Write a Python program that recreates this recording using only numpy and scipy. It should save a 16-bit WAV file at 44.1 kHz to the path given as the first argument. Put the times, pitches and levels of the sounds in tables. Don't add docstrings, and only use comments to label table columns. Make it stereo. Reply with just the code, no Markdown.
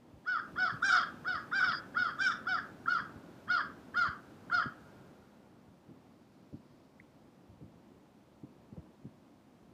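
import sys
import numpy as np
from scipy import signal
from scipy.fft import rfft, irfft, next_fast_len
from scipy.io import wavfile

SR = 44100
rng = np.random.default_rng(int(sys.argv[2]) if len(sys.argv) > 2 else 0)


def wrap_up_sound(samples):
    columns = np.atleast_2d(samples).T
    tamed = np.clip(columns, -1, 1)
    steps = np.round(tamed * 32767).astype(np.int16)
    wavfile.write(sys.argv[1], SR, steps)


N = 429093
TIME = np.arange(N) / SR
LEFT_RIGHT = np.array([[1], [-1]])


def undb(db):
    return 10 ** (np.asarray(db) / 20)


def unit(x):
    return x / np.sqrt(np.mean(x ** 2))


def lookup(hz, points):
    point_hz, value = np.transpose(points)
    return np.interp(np.log(np.maximum(hz, 1)), np.log(point_hz), value)


def wobble(size, hz):
    n = next_fast_len(size)
    smooth = np.exp(-(np.fft.rfftfreq(n, 1 / SR) / hz) ** 2 / 2)
    return unit(irfft(rfft(rng.standard_normal(n)) * smooth, n)[:size])


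def resonance(hz, centre, width):
    return (1 + (2 * (hz - centre) / width) ** 4) ** -.75


def add(out, start_s, sound):
    i = int(start_s * SR)
    out[..., i:i + sound.shape[-1]] += sound[..., :N - i]


def background_db(t):
    # time_s, level_db
    levels = [(0.0, -63), (0.35, -60), (0.54, -54.5), (1.11, -54), (4.9, -57), (5.53, -62.5), (8.43, -62.5),
              (8.64, -62.5), (9.73, -62.5)]
    return np.interp(t, *np.transpose(levels))


def background(rumble_db=2.0, hiss_db=-11.5, pan_db=-0.5):
    # pitch_hz, relative_level_db
    noise_tone = [(15, -61), (25, -22.5), (43, -26), (69, -11), (231, -1.5), (286, -3.5), (394, -8),
                  (427, -12.5), (462, -12), (501, -10.5), (927, -16.5), (1630, -26), (4750, -35),
                  (10900, -44), (15000, -45.5)]
    # pitch_hz, share (0 to 1)
    likeness = [(40, .5), (120, 0.8), (280, 0.88), (600, 0.8), (3000, 0), (9000, 0.1), (12000, 0.89)]
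    hz = np.fft.rfftfreq(N, 1 / SR)
    alike = np.clip(lookup(hz, likeness), 0, 1)
    mid, side = rfft(rng.standard_normal((2, N)))
    noise = (mid + np.sqrt((1 - alike) / (1 + alike)) * side * LEFT_RIGHT) * undb(lookup(hz, noise_tone))
    low_share = 1 / (1 + (hz / 1500) ** 2)
    rumble = unit(irfft(noise * low_share, N)) * undb(rumble_db + .8 * wobble(N, 3.2))
    hiss = unit(irfft(noise * (1 - low_share), N)) * undb(hiss_db)
    return (rumble * undb(pan_db * LEFT_RIGHT / 2) + hiss) * undb(background_db(TIME))


def leaves(peak_s=6.58, swell_s=0.54, centre_hz=4700, width_hz=1800, level_db=-81, flutter_db=2):
    band = resonance(np.fft.rfftfreq(N, 1 / SR), centre_hz, width_hz)
    hiss = unit(irfft(rfft(rng.standard_normal((2, N))) * band, N))
    gust = np.exp(-((TIME - peak_s) / swell_s) ** 2)
    return hiss * gust * undb(level_db + flutter_db * wobble(N, 16))


def puff(level_db, pitch_hz, fall_s):
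    t, rise_s = TIME[:SR // 4], 0.26 * fall_s
    band = signal.butter(3, [pitch_hz * 0.48, pitch_hz * 1.43], "band", fs=SR, output="sos")
    push = rng.standard_normal((2, len(t))) * np.minimum(t / rise_s, 1) * np.exp(-t / fall_s)
    mid, side = (unit(p) for p in signal.sosfilt(band, push))
    sounding_share = (rise_s + fall_s) / t[-1]
    return (mid + side * LEFT_RIGHT) * np.sqrt(sounding_share / 2) * undb(level_db)


def wind_bumps(gain_db=-8, pan_db=-4, swirls_per_s=2.8):
    # start_s, relative_level_db, pitch_hz, fall_s
    bumps = [(.128, -43.5, 99, 0.018), (.72, -32.5, 150, 0.019), (3.02, -38.5, 185, 0.01),
             (3.155, -37, 151, 0.011), (4.073, -32, 136, 0.014), (4.655, -26.5, 196, 0.011),
             (5.88, -41, 198, 0.032), (6.525, -31.5, 198, 0.018), (7.479, -45.5, 110, 0.057),
             (7.606, -37, 180, 0.026), (8.431, -32, 244, .011), (8.718, -35, 179, 0.011),
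             (8.763, -42.5, 420, 0.015), (8.775, -29.5, 135, 0.011), (9.04, -35, 186, 0.031)]
    out = np.zeros((2, N))
    for start_s, *row in bumps:
        add(out, start_s, puff(*row))
    for slot_s in np.arange(0, TIME[-1], 1 / swirls_per_s):
        start_s = min(slot_s + rng.random() / swirls_per_s, TIME[-1])
        strength, pitch = rng.standard_normal(2)
        level_db = background_db(start_s) + 7 + 3 * strength
        add(out, start_s, puff(level_db, pitch_hz=125 * 2 ** (0.18 * pitch), fall_s=0.026))
    return out * undb(gain_db + pan_db * LEFT_RIGHT / 2)


def pip(start_s=6.998, pitch_hz=2050, level_db=-45, length_s=0.0057, echo_s=0.0057, echo_db=-13):
    out, t = np.zeros(N), TIME[:int(length_s * SR)]
    phase = 2 * np.pi * pitch_hz * t * (0.84 + 0.15 * t / length_s)
    tone = undb(level_db) * np.hanning(len(t)) * np.sin(phase)
    add(out, start_s, tone)
    add(out, start_s + echo_s, tone * undb(echo_db))
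    return out


def tick_and_squeak(start_s=1.719, tick_s=0.0038, tick_db=-34, squeak_s=.078, squeak_db=-42):
    out, t = np.zeros(N), TIME[:SR // 8]
    band = signal.butter(5, [1500, 4500], "band", fs=SR, output="sos")
    crack = unit(signal.sosfilt(band, rng.standard_normal(len(t))))
    add(out, start_s, crack * np.exp(-t / tick_s) * undb(tick_db))
    squeak_hz = 4900 * (1 + .024 * wobble(len(t), 300))
    phase = 2 * np.pi * np.cumsum(squeak_hz) / SR
    swell = np.sqrt(np.abs(np.sin(np.pi * np.minimum(t / squeak_s, 1))))
    add(out, start_s, np.sin(phase) * swell * undb(squeak_db))
    return out


def yard(sound, near_db=-6, near_fade_s=0.3, treble_fade_s=.15, far_db=-26, far_fade_s=2.4):
    t, build_s = TIME[:2 * SR], .052
    mid, side = rng.standard_normal((2, len(t))) * (rng.random((2, len(t))) < .02)
    bounces = (mid + .7 * side * LEFT_RIGHT) * np.sqrt(np.minimum(t / build_s, 1))
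    dull = signal.sosfiltfilt(signal.butter(2, 2800, fs=SR, output="sos"), bounces)
    late_s = np.maximum(t - build_s, 0)
    near = dull * undb(-60 * late_s / near_fade_s)
    near += (bounces - dull) * undb(-60 * late_s / treble_fade_s)
    echoes = signal.fftconvolve(sound[None], near / np.linalg.norm(near[0]))[:, :N]
    far = rng.standard_normal((2, len(t))) * np.minimum(t / 0.15, 1) * undb(-60 * t / far_fade_s)
    far = signal.sosfilt(signal.butter(1, 2500, fs=SR, output="sos"), far / np.linalg.norm(far[0]))
    wash = signal.fftconvolve((sound * wobble(N, 130))[None], far)[:, :N]
    pan_db = np.interp(TIME, [1.7, 4.6], [-1.8, 1.6])
    return (sound + undb(near_db) * echoes + undb(far_db) * wash) * undb(pan_db * LEFT_RIGHT / 2)


def caw_shape(progress, bark_db, top_at=.37, release_at=.66, stop_at=1.19):
    before_top = np.maximum(1 - progress / top_at, 0)
    sag = .37 * before_top ** 2.2 + .56 * np.maximum(progress - top_at, 0) ** 1.8
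    rasp = .09 + 1.2 * sag + .08 * before_top
    soft_start = np.maximum(1 - (progress / 0.2) ** 2, 0)
    bark = np.maximum(1 - progress / 0.13, 0)
    release = np.maximum(progress - release_at, 0) / (stop_at - release_at)
    effort_db = -11.5 * soft_start + bark_db * bark - 5.5 * release
    on_off = np.clip(progress / .09, 0, 1) * np.clip((stop_at - progress) / .12, 0, 1)
    opening = 1 / (1 + np.exp((0.23 - progress) / .03)) / (1 + np.exp((progress - 0.8) / .06))
    muffle_db = -26.5 * (1 - opening)
    return sag, rasp, on_off * undb(effort_db), release, muffle_db


def throat(progress, top_hz, bright_db, release):
    # centre_hz, width_hz, relative_level_db, build_up (share of the caw's length)
    resonances = [(1428, 442, -1, 0.0033), (3266, 184, -21, 0.09), (4654, 610, -21.5, .3),
                  (5080, 320, -26, 0.32)]
    rings = []
    for i, (centre_hz, width_hz, level_db, build_up) in enumerate(resonances):
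        if i > 0:
            centre_hz *= (top_hz / 740) ** 1.1
            level_db += bright_db
        if i > 1:
            level_db -= 9.5 * release
        swell = np.minimum(progress / max(build_up, .005), 1) ** 2
        rings.append((centre_hz, width_hz, undb(level_db) * swell))
    return rings


def caw(length_s, top_hz, level_db, lowest_tone_db, bright_db, harsh_db, bark_db):
    # pitch_hz, relative_level_db
    beak_tone = [(450, -10), (740, -25.5), (1500, -27), (2050, -32.5), (2300, -17), (2620, -36),
                 (2980, -23.5), (3750, -21.5), (4400, -33), (5500, -30.5), (6300, -46), (7400, -48),
                 (9000, -59.5), (11000, -76)]
    size = SR // 5
    progress = TIME[:size] / length_s
    sag, rasp, effort, release, muffle_db = caw_shape(progress, bark_db)
    pitch_hz = top_hz * (1 - sag) * (1 + .004 * wobble(size, 35) + .045 * rasp * wobble(size, 190))
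    phase = 2 * np.pi * np.cumsum(pitch_hz) / SR
    rings = throat(progress, top_hz, bright_db, release)
    voice = np.zeros(size)
    for k in range(1, 15):
        hz = k * pitch_hz
        throat_gain = sum(gain * resonance(hz, centre, width) for centre, width, gain in rings)
        treble_db = (harsh_db - 0.74 * muffle_db) * np.clip((hz - 5400) / 1000, 0, 1)
        colour_db = lowest_tone_db if k == 1 else bright_db + treble_db - 1
        beak_gain = undb(lookup(hz, beak_tone) + muffle_db + colour_db)
        waver = undb(3.3 * min(k / 4, 1) * wobble(size, 25))
        fray = .8 * rasp * k * np.sqrt(k / 5)
        noise = wobble(size, 140) * np.sin(k * phase) + wobble(size, 140) * np.cos(k * phase)
        tone = (np.sin(k * phase) + fray * noise) / np.sqrt(.5 + fray ** 2)
        voice += np.hypot(throat_gain, beak_gain) * waver * tone
    breath = rfft(rng.standard_normal(size) * (1 + np.cos(phase)))
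    for centre, width, gain in rings[1:]:
        hiss = unit(irfft(breath * resonance(np.fft.rfftfreq(size, 1 / SR), centre, width), size))
        voice += hiss * gain * np.sqrt(rasp)
    flutter_db = wobble(size, 51)
    roughness = 1 + .55 * rasp * wobble(size, 150)
    return voice * effort * undb(level_db + 1 + flutter_db) * roughness


def crows():
    # start_s, length_s, top_pitch_hz, level_db, lowest_tone_db, bright_db, harsh_db, bark_db
    caws = [(0.247, .14, 750, -33, -5.5, -6, 1.5, -4), (0.554, 0.15, 749.6, -33, 10.5, -0.5, 0.5, 8.5),
            (.81, .15, 805, -28, -16, 1.5, 14.5, 0), (0.878, .146, 748.6, -29, 7.5, 3, 0, 10),
            (1.24, .14, 747, -34, 7.5, -2.5, -1, 3.5), (1.512, .14, 795, -29, -4, -1.5, 7, 8.5),
            (1.594, .14, 754.3, -30, 2.5, 0.5, -1, 7), (1.94, .16, 740, -31.5, -3, -2, -0.5, 0.5),
            (2.178, .14, 794.4, -31, -14, 5, 10, 8), (2.452, .13, 759.6, -32, 9.5, -2, 2.5, 2.5),
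            (2.857, 0.14, 734.5, -31, -9, -3.5, 3.5, 6.5), (3.473, .132, 731.5, -30.5, 2.5, 0.5, -3, -2.5),
            (3.934, .142, 720, -29, -2, -3, 4.5, -3), (4.498, .13, 723.6, -29.5, 5.5, -2.5, 5, 12.5)]
    out = np.zeros(N)
    for start_s, *row in caws:
        add(out, start_s, caw(*row))
    return out


def scene():
    return yard(crows()) + tick_and_squeak() + background() + leaves() + pip() + wind_bumps()


def record(dry, cutoff_hz=15400):
    return signal.sosfilt(signal.ellip(10, .2, 70, cutoff_hz, fs=SR, output="sos"), dry)


dry = scene()
out = record(dry)
wrap_up_sound(out)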